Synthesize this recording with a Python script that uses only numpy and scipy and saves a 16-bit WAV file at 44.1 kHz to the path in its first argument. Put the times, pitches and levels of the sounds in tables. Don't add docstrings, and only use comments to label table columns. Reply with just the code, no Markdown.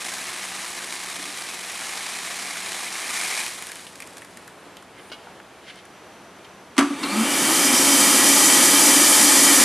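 import sys
import numpy as np
from scipy import signal
from scipy.fft import rfft, irfft, next_fast_len
from scipy.io import wavfile
from scipy.ndimage import map_coordinates

SR = 44100
rng = np.random.default_rng(int(sys.argv[2]) if len(sys.argv) > 2 else 0)


def put_to_file(sound):
    columns = np.atleast_2d(sound).T
    safe = np.clip(columns, -1, 1)
    whole_steps = np.round(safe * 32767)
    wavfile.write(sys.argv[1], SR, whole_steps.astype(np.int16))


N = 425124
T = np.arange(N) / SR
MOTOR_START_S = 6.768
# (frequency [Hz], width [Hz], lift [dB])
ROAR_PEAKS = [(288, 26, 2), (851.0, 38.0, 5.5), (1245.0, 100.0, 5.5), (1547.0, 202.0, -1.0),
              (2250.0, 68.0, 5.5), (2348.0, 65.0, 9.5), (2558.0, 172.0, -2.5), (3428.0, 69.0, 4.5),
              (3674.0, 125.0, 5.0), (4065.0, 385.0, -3.5), (4165.0, 53.0, 5.0), (4517.0, 140.0, 2.5),
              (5077.0, 109.0, 6.0), (5309.0, 85.0, -3.0), (5504.0, 61.0, -3.0), (5648.0, 57.0, -6.0),
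              (5780.0, 197.0, 6.5), (5931.0, 75.0, 6.0), (6119.0, 74.0, -3.5), (6238.0, 64.0, 4.5),
              (6825.0, 191.0, 2.5), (7792.0, 107.0, 5.5), (8057.0, 48.0, 4.0), (8171.0, 43.0, 3.5),
              (8560.0, 88.0, 3.0), (8982.0, 154.0, 4.5), (9223.0, 105.0, 3.5), (9591.0, 101.0, -2.0),
              (10240.0, 199.0, 3.0), (10597.0, 174.0, 4.0), (11774.0, 54.0, 4.5), (12399.0, 188.0, -2.5),
              (13532.0, 308.0, 3.5)]


def pour(impacts_per_s=2200, surge_s=3.06, empty_s=3.415, drain_s=0.105, crossover_hz=5500):
    # (frequency [Hz], level [dB])
    beans = [(150, -25), (240, -8), (400, -8.5), (530, -10.5), (749, -2.5), (1250, -3.5), (1400, -5),
             (1700, 0), (2350, 3), (2660, -3), (4050, -3), (4600, -4), (9900, -4), (14000, -22.5)]
    # (frequency [Hz], width [Hz], lift [dB])
    chute = [(714, 130, 2), (1180, 280, 3), (2340, 170, -4.5), (3970, 400, 1.5)]
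    # (frequency [Hz], width [Hz], level [dB])
    hopper = [(1600, 150, 0), (2200, 190, 11), (2400, 150, 11), (3000, 200, -1), (3980, 250, -1),
              (4680, 200, -3), (5280, 200, -2)]
    # (time [s], level [dB])
    contour = [(0.0, -31.5), (1.63, -34), (1.83, -31.5), (3.05, -31.5), (3.45, -33)]
    surge = ramp(surge_s, surge_s + .09)
    remaining = (1 + np.maximum(T - empty_s, 0) / drain_s) ** -1.2
    flow = amp(4 * surge) * remaining
    rate = impacts_per_s * np.minimum(flow, 1) ** .36
    size, hardness = np.clip(rng.standard_normal((2, N)), -3, 2.1)
    hits = (rng.random(N) < rate / SR) * amp(size) / np.sqrt(rate + 1)
    hits *= amp(1.2 * wobble(150))
    dull = clicks(hits, t60=.012)
    bright = clicks(hits * amp(-.5 * hardness), t60=.019)
    rolloff = lambda ratio: -10 * np.log10(1 + ratio ** 4)
    patter = coloured(dull, lambda hz: along(beans, hz) + lifts(chute, hz) + rolloff(hz / crossover_hz))
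    hiss = coloured(bright, lambda hz: along(beans, hz) + rolloff(crossover_hz / (hz + 1)))
    strikes = clicks(hits * amp(4.5 * hardness), t60=.009)
    ring = coloured(strikes, lambda hz: passbands(hopper, hz))
    ring_db = -19 + (2.5 * np.minimum(T, surge_s) + 4.5 * surge) * remaining ** 2
    stream = unit(patter) * amp(-2.5) + unit(hiss) * amp(-5.5 + 2.1 * surge) + unit(ring) * amp(ring_db)
    clumps_db = 1.6 * (1 - remaining) * wobble(35)
    gain = amp(np.interp(T, *np.transpose(contour)) + clumps_db) * flow * (1 - ramp(4.0, 5.1))
    return stream * gain + pings(gain)


def pings(stream_gain, per_s=90, centre_hz=2200, spread_octaves=.55, t60=.035):
    out, t = np.zeros((2, N)), np.arange(SR // 20) / SR
    count = round(per_s * N / SR)
    starts = rng.integers(0, N, count)
    for start, (pitch, size) in zip(starts, np.clip(rng.standard_normal((count, 2)), -2, 2)):
        hz = centre_hz * 2 ** (spread_octaves * pitch)
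        ring = np.sin(2 * np.pi * hz * t) * amp(-7 + 3.5 * size - 60 * t / t60)
        add(out[:1], start / SR, stream_gain[start] * ring)
    return out


def stray_beans(tick_t60=0.023, ring_t60=0.06):
    # (time [s], tick level [dB], ring level [dB], ring frequency [Hz])
    impacts = [(3.464, -17.5, -29, 2370), (3.585, -33, -50, 1590), (3.623, -19, -34, 2210),
               (3.669, -21, -33, 2320), (3.696, -30, -38, 1610), (3.717, -20.5, -34, 2090),
               (3.756, -26, -38, 3020), (3.867, -31.5, -36, 3130), (3.956, -29, -42, 1500),
               (4.003, -24.5, -37, 2060), (4.022, -25.5, -35.5, 2320), (4.073, -29, -41, 1570),
               (4.17, -27.5, -41, 2010), (4.181, -27, -46, 1750), (4.219, -33, -36.5, 1970),
               (4.247, -32, -41, 1960), (4.372, -28, -44, 1820), (4.477, -29, -41, 1630),
               (4.769, -32, -42, 3220), (4.825, -38, -44, 1340), (5.757, -39, -49, 1660),
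               (5.853, -36, -51, 1720)]
    # (frequency [Hz], level [dB])
    tick_spectrum = [(500, -14), (2000, -1), (6000, -3.5), (9500, 1), (11500, -6), (13500, -15)]
    out, t = np.zeros((2, N)), np.arange(SR // 8) / SR
    for s, tick_db, ring_db, pitch in impacts:
        tick = noise(lambda hz: along(tick_spectrum, hz), len(t))
        ring = noise(lambda hz: -20 * np.log10(1 + (4 * (hz / pitch - 1)) ** 2), len(t))
        add(out, s, tick * amp(tick_db - 8 - 60 * t / tick_t60))
        add(out, s, ring * amp(ring_db - 1 - 60 * t / ring_t60))
    return out


def airflow(vacuum_s=0.99, brush_db=-31.5, howl_db=-29):
    # (frequency [Hz], level [dB])
    brushes = [(800, -12), (2300, 5), (4500, -12), (9000, 7), (14000, -31)]
    boom = [(24, -47), (50, -36), (90, -28.5), (130, -18), (200, -5), (282, 5), (370, -0.5), (440, -10),
            (520, -15), (700, -51), (1200, -78)]
    rush = [(350, -30), (520, 5), (670, 1), (1000, 3), (1500, 0), (2200, -0.5), (2700, 0.5), (3600, -4),
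            (4500, -8), (7000, -34.5)]
    jet = [(2240, -41), (3800, -1.5), (3950, 0), (4980, 3.5), (5470, 1.5), (5780, 1.5), (6240, 3),
           (7050, 4), (10300, 3.5), (13700, -6), (14200, -21)]
    # (final level [dB], speed exponent, change as the vacuum builds [dB])
    flow_laws = [(-26.5, 2.74, -5), (-22, 2.6, 0.1), (-14.5, 4.95, 6.5)]
    # (frequency [Hz], width [Hz], level [dB])
    howl_modes = [(3112, 140, 11), (3180, 60, -13)]
    speed = shaft_speed()
    vacuum_to_build = np.exp(-np.maximum(T - MOTOR_START_S, 0) / vacuum_s)
    out = noise(lambda hz: along(brushes, hz) + lifts(ROAR_PEAKS, hz)) * amp(brush_db) * speed ** 2.5
    for spectrum, (db, power, build_db) in zip((boom, rush, jet), flow_laws):
        flow = noise(lambda hz: along(spectrum, hz) + lifts(ROAR_PEAKS, hz))
        out += flow * speed ** power * amp(db - build_db * vacuum_to_build + .5 * wobble(30))
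    howl = noise(lambda hz: passbands(howl_modes, hz))
    return out + howl * amp(howl_db) * speed ** 6


def pipe_resonance(air, swell_db=1.2):
    # (frequency [Hz], width [Hz], lift [dB])
    modes = [(1698, 34, 8.5), (1807, 20, 14), (1940, 40, 12), (7219, 87, 6)]
    drive = shaft_speed() ** 6
    notes = (coloured(air, lambda hz: lifts([mode], hz)) - air for mode in modes)
    return air + sum(note * drive * amp(swell_db * wobble(4)) for note in notes)


def hose_whistle(fade_s=0.017):
    # (start [s], end [s], frequency [Hz], level [dB])
    notes = [(7.59, 7.743, 5075, -29), (7.738, 7.86, 5578, -28)]
    out = np.zeros(N)
    for start, end, hz, db in notes:
        held = ramp(start, start + fade_s) * (1 - ramp(end, end + fade_s))
        envelope = held * amp(db + 3 * wobble(90))
        out += envelope * np.sin(2 * np.pi * hz * T + .6 * wobble(70) + .55 * wobble(350))
    return out


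def motor(top_turns_per_s=285.4, mount_hz=217, mount_width_hz=24, shudder_db=-29):
    # (shaft order, level [dB], speed exponent)
    whine = [(1, -39, 3.7), (3, -45.5, 12), (12, -47, 3.3)]
    # (shaft order, level [dB], loudest at [share of full speed], span [same], roughness [rad])
    run_up = [(6, -39, .69, .13, .4), (12, -47, .66, .12, .7), (12, -38.5, .86, .05, .6),
              (22, -39.5, .68, .07, .8), (44, -57, .5, .12, 1.5)]
    speed = shaft_speed()
    turns_per_s = top_turns_per_s * speed
    angle = 2 * np.pi * np.cumsum(turns_per_s) / SR + .088 * wobble(30) + .014 * wobble(300)
    tones = sum(amp(db + 3.5 * wobble(32)) * speed ** power * np.sin(order * angle)
                for order, db, power in whine)
    for order, db, loudest, span, roughness in run_up:
        swell = np.exp(-.5 * ((speed - loudest) / span) ** 2) * amp(db + 2.3 * wobble(60))
        tones += swell * np.sin(order * angle + roughness * wobble(400))
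    tones = coloured(tones, lambda hz: lifts(ROAR_PEAKS, hz))[0]
    mount_gain = lifts([(mount_hz, mount_width_hz, amp(shudder_db))], turns_per_s)
    shudder = np.sin(angle) * mount_gain * amp(6 * wobble(45))
    return np.sqrt(2) * casing_radiation((tones + shudder) * ramp(6.8, 6.9))


def shaft_speed(spin_up_s=.288):
    return 1 - np.exp(-np.maximum(T - MOTOR_START_S, 0) / spin_up_s)


def switch_on(crack_t60=0.06, rattle_t60=0.2, attack_s=0.0047):
    # (time [s], ring level [dB], crack level [dB])
    blows = [(6.766, -42, -35), (6.780, -11, -14), (6.790, -12.5, -16), (6.808, -17.5, -26),
             (6.826, -22, -31), (6.9, -23.5, -45), (7.031, -25.5, -27)]
    # (frequency [Hz], level [dB], t60 [s])
    modes = [(242.7, -3.5, 0.3), (284.4, 6, 0.15), (359.4, -8.5, 0.36), (573, -23.5, .3), (905, -20, 0.26),
             (1161, -8.5, 0.15), (1308, -13, 0.17), (1360, -22, .11), (2080, -19, .12), (2910, -9, 0.051)]
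    # (frequency [Hz], level [dB])
    crack_spectrum = [(88, -59), (150, -35), (265, -10), (487, -35), (928, -13), (1190, -1), (1490, -43),
                      (1800, -7.5), (4480, -16.5), (10100, -19), (14000, -44)]
    rattle_spectrum = [(50, -10), (150, -4), (300, -11), (520, 1), (1150, 11), (2700, -1), (8000, -36)]
    out, t = np.zeros((2, N)), np.arange(SR // 2) / SR
    for s, ring_db, crack_db in blows:
        crack = noise(lambda hz: along(crack_spectrum, hz), len(t)) * amp(-60 * t / crack_t60)
        rattle = noise(lambda hz: along(rattle_spectrum, hz), len(t)) * amp(-3 - 60 * t / rattle_t60)
        blow = amp(crack_db) * (crack + rattle)
        ring = sum(damped_mode(mode, t) for mode in modes)
        blow[0] += amp(ring_db) * casing_radiation(ring * (1 - np.exp(-t / attack_s)))
        add(out, s, blow)
    return out


def casing_radiation(x, cutoff_hz=185):
    return signal.sosfilt(signal.butter(6, cutoff_hz, 'high', fs=SR, output='sos'), x)


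def steel_part(hits, modes, contact_db, contact_t60=.05):
    # (frequency [Hz], level [dB])
    tick_spectrum = [(300, -6), (4800, 0), (7000, -14), (13000, -24)]
    out, t = np.zeros((2, N)), np.arange(SR // 4) / SR
    knots = t[::256]
    phase_drift = lambda: .7 * np.interp(t, knots, rng.standard_normal(len(knots)))
    for s, db in hits:
        ring = sum(damped_mode(mode, t, phase_drift) for mode in modes)
        blow = noise(lambda hz: along(tick_spectrum, hz), len(t))
        blow *= amp(contact_db - 60 * t / contact_t60)
        blow[0] += ring * (1 - np.exp(-t / .0004))
        add(out, s, amp(db) * blow)
    return out


def hopper_flap():
    # (time [s], level [dB])
    hits = [(7.031, -29), (7.037, -21)]
    # (frequency [Hz], level [dB], t60 [s])
    modes = [(2750, -5, .06), (3880, -7, .06), (4300, -1.5, .06), (4450, -11, .05)]
    return steel_part(hits, modes, contact_db=-8)


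def steel_catch():
    # (time [s], level [dB])
    hits = [(5.099, -49), (5.117, -37.5), (5.122, -36.5), (5.131, -39), (5.141, -43)]
    # (frequency [Hz], level [dB], t60 [s])
    modes = [(1200, -7, .07), (1510, -4, .08), (2200, -7, .1), (2880, 0, .13), (3220, -5, .1),
             (3960, -9, .07), (4230, -12, .08), (4830, -9, .08)]
    return steel_part(hits, modes, contact_db=-1)


def knocks(rattle_db=-6):
    # (time [s], level [dB], frequency [Hz], t60 [s])
    impacts = [(5.117, -33, 480, .04), (5.271, -33, 820, .06), (5.401, -35, 1600, .03)]
    out, t = np.zeros((2, N)), np.arange(SR // 8) / SR
    for s, db, pitch, t60 in impacts:
        colour = lambda hz: -9 * np.log2((hz + 1) / pitch) ** 2
        push = coloured(1. * (t == 0), colour)[0]
        knock = noise(colour, len(t)) * amp(rattle_db - 60 * t / t60)
        knock[0] += push / np.abs(push).max()
        add(out, s, amp(db) * knock)
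    return out


def scuffs(lead_s=.1):
    # (time [s], level [dB], frequency [Hz], rise [s], t60 [s])
    bursts = [(1.189, -40, 310, 0.015, 0.15), (1.29, -42, 320, 0.0093, 0.08), (4.67, -40, 520, 0.01, 0.055),
              (4.99, -45, 1900, 0.024, 0.18), (5.08, -56.5, 7500, 0.12, 0.45),
              (5.689, -41.5, 2610, 0.033, 0.28), (5.699, -38, 2070, .002, .08), (5.79, -47, 2920, .03, .11),
              (6.448, -44.5, 2800, .004, .073)]
    # (frequency [Hz], width [Hz], lift [dB])
    stand = [(298, 28, 21), (1550, 160, 7), (2090, 99, 12), (2920, 140, 2), (3160, 140, 8), (4400, 600, 0),
             (9400, 500, 20)]
    out, t = np.zeros((2, N)), np.arange(SR // 2) / SR - lead_s
    for s, db, pitch, rise, t60 in bursts:
        burst = noise(lambda hz: lifts(stand, hz) - 8 * np.log2((hz + 1) / pitch) ** 2, len(t))
        envelope = amp(db - 60 * np.maximum(t, 0) / t60) * np.exp(np.minimum(t, 0) / rise)
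        grain = amp(.5 * wobble(290)[:len(t)])
        add(out, s - lead_s, burst * envelope * grain)
    return out


def workshop(air_db=-48.5, whistle_db=-67.5, whistle_hz=5870):
    # (frequency [Hz], level [dB])
    hum_tones = [(188.4, -57.5), (355.3, -59)]
    # (frequency [Hz], level [dB])
    spectrum = [(25, -32), (68, -10), (150, -4.5), (300, -1.5), (620, -2), (1100, -4.5), (1900, -9),
                (3100, -13.5), (5400, -21), (9500, -24.5), (11500, -26), (14000, -44)]
    shift = ramp(2.8, 4.3)
    air = noise(lambda hz: along(spectrum, hz)) * amp(air_db + 2.5 * shift + .6 * wobble(9))
    hum = sum(amp(db + 2 * wobble(8)) * np.sqrt(2) * np.sin(2 * np.pi * hz * T + 1.1 * wobble(18))
              for hz, db in hum_tones)
    air[0] += hum * amp(-6 * shift)
    whistle = noise(lambda hz: -20 * np.log10(1 + ((hz - whistle_hz) / 70) ** 2))
    return air + whistle * amp(whistle_db) * ramp(5.3, 5.9)


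def reverberation(x):
    # (frequency [Hz], t60 [s])
    walls = [(200, 0.71), (2000, 0.68), (10000, 1)]
    hz, t, bands = signal.stft(rng.standard_normal((2, SR // 2)), SR, nperseg=256)
    tail = signal.istft(bands * amp(-60 * t / along(walls, hz)[:, None]), SR, nperseg=256)[1]
    response = np.pad(tail, ((0, 0), (SR // 200, 0))) / np.linalg.norm(tail[0])
    return signal.oaconvolve(x, response, axes=1)[:, :N]


def clicks(hits, t60):
    energy = signal.lfilter([1], [1, -amp(-120 / (SR * t60))], hits ** 2)
    return np.sqrt(energy) * rng.standard_normal((2, N))


def damped_mode(mode, t, phase_drift=lambda: 0):
    hz, db, t60 = mode
    return amp(db - 60 * t / t60) * np.sin(2 * np.pi * (hz * t + rng.random()) + phase_drift())


def lifts(peaks, hz):
    return sum(height / (1 + (2 * (hz - centre) / width) ** 2) for centre, width, height in peaks)


def passbands(modes, hz):
    return 20 * np.log10(lifts([(centre, width, amp(db)) for centre, width, db in modes], hz))


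def coloured(x, gain_db):
    size = 16384
    cepstrum = irfft(np.log(amp(gain_db(np.fft.rfftfreq(size, 1 / SR))) + 1e-6))
    cepstrum[1:size // 2] *= 2
    cepstrum[size // 2 + 1:] = 0
    response = irfft(np.exp(rfft(cepstrum)))[:size // 2]
    return signal.oaconvolve(np.atleast_2d(x), response[None], axes=1)[:, :x.shape[-1]]


def noise(gain_db, length=N):
    return unit(coloured(rng.standard_normal((2, length)), gain_db))


def spread(pair, side_levels):
    side = coloured(pair[1], lambda hz: along(side_levels, hz))[0]
    return np.array([pair[0] + side, pair[0] - side])


def amp(db):
    return 10 ** (np.asarray(db) / 20)


def unit(x):
    return x / np.sqrt(np.mean(x ** 2) + 1e-20)


def along(points, hz):
    f, v = np.transpose(points)
    return np.interp(np.log(hz + 1), np.log(f + 1), v)


def wobble(rate):
    return map_coordinates(rng.standard_normal(int(N * rate / SR) + 4), [T * rate])


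def ramp(start, end):
    return np.clip((T - start) / (end - start), 0, 1)


def add(track, s, sound):
    part = track[:, round(s * SR):][:, :sound.shape[-1]]
    part += sound[..., :part.shape[-1]]


def scene(wet_db=-9):
    # (frequency [Hz], side level [dB])
    beans_side = [(100, -7), (900, -54), (3700, -56), (7900, -19.5), (13000, -4)]
    air_side = [(60, -20), (200, -101), (540, -55), (1620, -86), (4850, -53), (7900, -9), (13000, -9.5)]
    # (frequency [Hz], side level [dB])
    diffuse_side = [(100, -28), (250, -23), (700, -14), (2000, -24), (6000, -6), (13000, -1)]
    flap, catch = hopper_flap(), steel_catch()
    direct = (pour() + stray_beans(), switch_on() + flap, scuffs() + knocks() + catch)
    beans, kick, clatter = (x + amp(wet_db) * reverberation(x) for x in direct)
    air = spread(pipe_resonance(airflow()), air_side)
    surroundings = spread(kick + clatter + workshop(), diffuse_side)
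    return spread(beans, beans_side) + air + surroundings + motor() + hose_whistle()


def record(dry, top_hz=14350):
    size = next_fast_len(N + SR // 2)
    passband = np.fft.rfftfreq(size, 1 / SR) < top_hz
    return irfft(rfft(dry, size) * passband, size)[:, :N]


dry = scene()
out = record(dry)
put_to_file(out)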